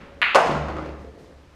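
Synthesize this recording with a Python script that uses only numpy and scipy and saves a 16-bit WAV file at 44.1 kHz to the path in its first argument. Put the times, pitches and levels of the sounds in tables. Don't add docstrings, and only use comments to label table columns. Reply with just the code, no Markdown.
import sys
import numpy as np
from scipy import signal
from scipy.io import wavfile

SR = 44100
rng = np.random.default_rng(int(sys.argv[2]) if len(sys.argv) > 2 else 0)


def unload_wav(signal):
    wavfile.write(
        sys.argv[1],
        SR,
        np.round(np.clip(np.atleast_2d(signal).T, -1, 1) * 32767).astype(np.int16),
    )


N = 68355


def amp(db):
    return 10 ** (np.asarray(db) / 20)


def unit_rms(x):
    return x / np.sqrt(np.mean(x ** 2) + 1e-20)


def curve_at(points, hz):
    freq_hz, value = np.transpose(points)
    return np.interp(np.log(hz + 1), np.log(freq_hz + 1), value)


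def fader(points):
    return amp(np.interp(np.arange(N) / SR, *np.transpose(points)))


def add(mix, start_s, sound):
    part = mix[max(round(start_s * SR), 0):][:len(sound)]
    part += sound[:len(part)]


def through(x, response):
    return signal.fftconvolve(x, response)[:N]


def eq(x, tone, size=4096):
    hz = abs(np.fft.fftfreq(size, 1 / SR))
    log_gain = np.log(amp(curve_at(tone, hz)))
    spectrum = np.exp(np.conj(signal.hilbert(log_gain)))
    response = np.fft.ifft(spectrum).real[:size // 2]
    return through(x, response / np.linalg.norm(response))


def blows(rows, t60_s=0):
    out, t = np.zeros(N), np.arange(SR // 10) / SR
    for start_s, level_db in rows:
        push = rng.standard_normal(len(t)) * amp(-60 * t / t60_s) if t60_s else np.ones(1)
        add(out, start_s, amp(level_db) * push / np.linalg.norm(push))
    return out


# freq_hz, t60_s
ROOM_DECAY = [(100, 0.83), (400, 0.67), (1000, 0.78), (2200, 0.88), (4000, 0.84), (8000, 0.64),
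              (15000, 0.38)]
def room_tail(build_s=.012, predelay_s=.002, size=256):
    hz, t, spectrum = signal.stft(rng.standard_normal(N), SR, nperseg=size)
    t60_s = curve_at(ROOM_DECAY, hz)[:, None]
    decaying = spectrum * amp(-60 * t / t60_s) / np.sqrt(t60_s)
    tail = signal.istft(decaying, SR, nperseg=size)[1][:N]
    tail *= np.sqrt(np.clip((np.arange(N) / SR - predelay_s) / build_s, 0, 1))
    return tail / np.linalg.norm(tail)


def in_room(x, send_db):
    return x + amp(send_db) * through(x, room_tail())


# freq_hz, gain_db
CUE_TONE = [(60, 1), (200, 4), (550, -11), (800, -4), (1400, -1), (2800, -8.5), (4000, -18.5), (15000, -60)]
def cue_ring(level_db=-11):
    return amp(level_db) * eq(room_tail(), CUE_TONE)


# freq_hz, gain_db
AMBIENCE_TONE = [(20, -11), (40, -4), (58, 0.5), (90, 2.5), (150, -14.5), (300, -9.5), (600, -16),
                 (1200, -17.5), (2500, -24), (5000, -30), (10000, -42.5), (15000, -52), (16500, -77)]
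def room_tone(level_db=-52):
    return amp(level_db) * unit_rms(eq(rng.standard_normal(N), AMBIENCE_TONE))


# delay_s, gain
CLICK_ECHOES = [(.0041, 1.25), (.0069, .4), (.0079, .6), (.0093, -1.15), (.0114, .5), (.0131, 1.55),
                (.0228, .55), (.0250, -.5)]
# start_s, level_db
SNAPS = [(.2172, -21), (.2210, -27)]
# freq_hz, gain_db
CLICK_TONE = [(100, -35), (450, -22.5), (800, -13.5), (1400, -2), (2000, 0), (2650, -1), (3300, -11),
              (4300, -18.5), (5500, -44.5), (6800, -40.5), (8300, -55), (9700, -47), (11300, -55),
              (12700, -49), (16000, -52)]
SNAP_TONE = [(2000, -6), (5000, -1.5), (7000, -15), (9800, -3), (11300, -28), (13000, -10), (16000, -17)]
def ball_click(start_s=.2173, level_db=4.5, send_db=10.5):
    contact = blows([(start_s, level_db)])
    click = contact + amp(send_db) * through(contact, room_tail(build_s=.022))
    for delay_s, gain in CLICK_ECHOES:
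        add(click, delay_s, gain * contact)
    return eq(click, CLICK_TONE) + eq(blows(SNAPS), SNAP_TONE)


# start_s, thud_db, crack_db
POCKET_HITS = [(.3470, 0.5, 9), (.3520, 4, 5), (.3560, 5.5, 9.5), (.3597, 5.5, 7.5), (0.3641, 4, -19),
               (0.3725, 8, -21)]
# pitch_hz, level_db, t60_s
POCKET_MODES = [(171.8, -36, 0.34), (398.7, -14.5, 0.15), (570, 1.5, 0.035), (580, -41, 0.46),
                (684, -21.5, 0.95), (752, -31, 0.41), (900, -21.5, .35), (1020, -38, 0.83),
                (1224, -15.5, 0.24), (1495, -21, 0.32), (1570, -39, 1), (3100, -34, 0.064),
                (6480, -49, 0.98), (10200, -41, 0.14)]
# freq_hz, gain_db
THUD_TONE = [(50, -34), (110, -40.5), (160, -14.5), (260, -16.5), (400, -7), (600, 1), (850, -0.5),
             (1200, -5), (1700, -13.5), (2600, -49.5), (5000, -42.5), (15000, -81)]
CRACK_TONE = [(200, -39.5), (1000, 5), (2800, -7), (3600, -12), (5000, -13), (7000, -19), (10000, -30.5),
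              (12500, -37), (14500, -48), (16000, -46)]
def pocket_slam(ring_attack_s=.0049):
    hits, t = np.array(POCKET_HITS), np.arange(N) / SR
    thuds = blows(hits[:, [0, 1]])
    thuds = eq(in_room(thuds, send_db=5.5), THUD_TONE)
    cracks = blows(hits[:, [0, 2]], t60_s=.039)
    cracks = eq(in_room(cracks, send_db=-4), CRACK_TONE)
    ring = sum(amp(db - 60 * t / t60) * np.sin(2 * np.pi * hz * t) for hz, db, t60 in POCKET_MODES)
    add(thuds, hits[1, 0], ring * np.minimum(t / ring_attack_s, 1))
    return thuds + cracks


# time_s, level_db
ROLL_FADER = [(.36, -49), (.50, -26), (.62, -37.5), (.80, -36), (.92, -39.5), (1.02, -43), (1.13, -50),
              (1.3, -52), (1.43, -59.5), (1.55, -65)]
SCUFF_FADER = [(.80, -94), (.85, -56), (.885, -48.5), (.92, -63), (1.1, -78), (1.3, -96)]
# freq_hz, gain_db
ROLL_TONE = [(40, -15.5), (120, -10.5), (175, -1.5), (280, -6), (560, -3), (800, -15), (1250, -22.5),
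             (1800, -20.5), (3000, -36), (6000, -42.5), (15000, -72)]
SCUFF_TONE = [(500, -18), (1500, 2), (2500, 5), (3300, -13.5), (4300, -8.5), (6000, -26), (10000, -28),
              (14000, -43), (16000, -60)]
def rolling(jolts_per_s=640, spread_db=3.5):
    jolts = rng.standard_normal(N) * amp(spread_db * np.minimum(rng.exponential(1, N), 3))
    jolts *= rng.random(N) < jolts_per_s / SR
    texture = in_room(jolts, send_db=.5)
    rumble = fader(ROLL_FADER) * unit_rms(eq(texture, ROLL_TONE))
    scuff = fader(SCUFF_FADER) * unit_rms(eq(texture, SCUFF_TONE))
    return rumble + scuff


def in_cabinet(x, scatter_db=4, t60_s=.097):
    t = np.arange(SR // 8) / SR
    echoes = rng.standard_normal(len(t)) * amp(-60 * t / t60_s)
    scattered = amp(scatter_db) * through(x, echoes / np.linalg.norm(echoes))
    return (x + scattered) / np.hypot(1, amp(scatter_db))


# start_s, knock_db, tick_db
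KNOCKS = [(.470, -5.5, -5), (.511, -4, -8.5), (.553, 2.5, -23), (.565, -11, -20), (.652, -9.5, -37),
          (.684, -2, -16), (.701, -2.5, -40), (.767, -3.5, -19.5), (.785, -2.5, -38), (0.858, -18, -28),
          (0.899, -22, -34), (.930, -15, -50)]
# freq_hz, gain_db
KNOCK_TONE = [(60, -8.5), (180, -5), (350, -1.5), (600, 0), (850, -4.5), (1250, -4.5), (1700, -13.5),
              (3000, -25), (6000, -40), (15000, -71)]
def channel_knocks():
    knocks = sum(in_room(in_cabinet(blows([row[:2]])), send_db=-.5) for row in KNOCKS)
    ticks = blows(np.array(KNOCKS)[:, [0, 2]], t60_s=.072)
    return eq(knocks, KNOCK_TONE) + eq(in_room(ticks, send_db=-2.5), CRACK_TONE)


def drift(count=24):
    t, rates_hz = np.arange(N) / SR, np.geomspace(1.5, 14, count)
    return unit_rms(sum(np.sin(2 * np.pi * (hz * t + rng.random())) / np.sqrt(hz) for hz in rates_hz))


HUM_PITCHES = [71, 149, 315]
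# time_s, level_db
HUM_SWELLS = [
    [(0, -61), (.41, -58), (.51, -45), (.59, -34), (.67, -34.5), (.85, -44.5), (.92, -39), (1.10, -43.5),
     (1.16, -69), (1.30, -58), (1.38, -50), (1.55, -58)],
    [(.45, -75), (.52, -31), (.62, -29.5), (.70, -48), (.76, -44.5), (1.2, -63.5)],
    [(.62, -89), (.72, -39.5), (.90, -42), (1.2, -63), (1.55, -75)],
]
def table_hum(waver_hz=.9, waver_db=1.2):
    hum = np.zeros(N)
    for pitch_hz, swell in zip(HUM_PITCHES, HUM_SWELLS):
        phase = 2 * np.pi * np.cumsum(pitch_hz + waver_hz * drift()) / SR
        hum += fader(swell) * amp(waver_db * drift()) * unit_rms(np.sin(phase))
    return hum


# time_s, level_db
RUSTLE_FADER = [(.95, -98), (1.01, -57), (1.12, -75), (1.17, -72), (1.19, -55.5), (1.25, -56), (1.33, -66),
                (1.55, -93)]
# freq_hz, gain_db
RUSTLE_TONE = [(300, 20), (1500, -2), (5000, 1.5), (8000, -5.5), (13000, -14), (16000, -41)]
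def player_rustle():
    return fader(RUSTLE_FADER) * unit_rms(eq(rng.standard_normal(N), RUSTLE_TONE))


# start_s, level_db
BUMPS = [(1.044, -16.5), (1.075, -15.5), (1.176, -16.5)]
# freq_hz, gain_db
BUMP_TONE = [(60, -36), (220, -8), (340, -6.5), (400, 2), (470, 1), (600, -2), (850, -26.5), (3000, -47),
             (15000, -64)]
def end_bumps():
    bumps = sum(in_room(in_cabinet(blows([row])), send_db=-1) for row in BUMPS)
    return eq(bumps, BUMP_TONE)


def scene():
    hits = ball_click() + pocket_slam() + channel_knocks() + end_bumps()
    roll = rolling() + table_hum()
    background = room_tone() + player_rustle() + cue_ring()
    return (hits + roll + background)[None]


def record(dry, ceiling=.93, cutoff_hz=15700):
    clipped = np.clip(dry, -ceiling, ceiling)
    lowpass = signal.firwin(255, cutoff_hz, window=("kaiser", 9), fs=SR)
    return signal.oaconvolve(clipped, lowpass[None], "same")


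dry = scene()
out = record(dry)
unload_wav(out)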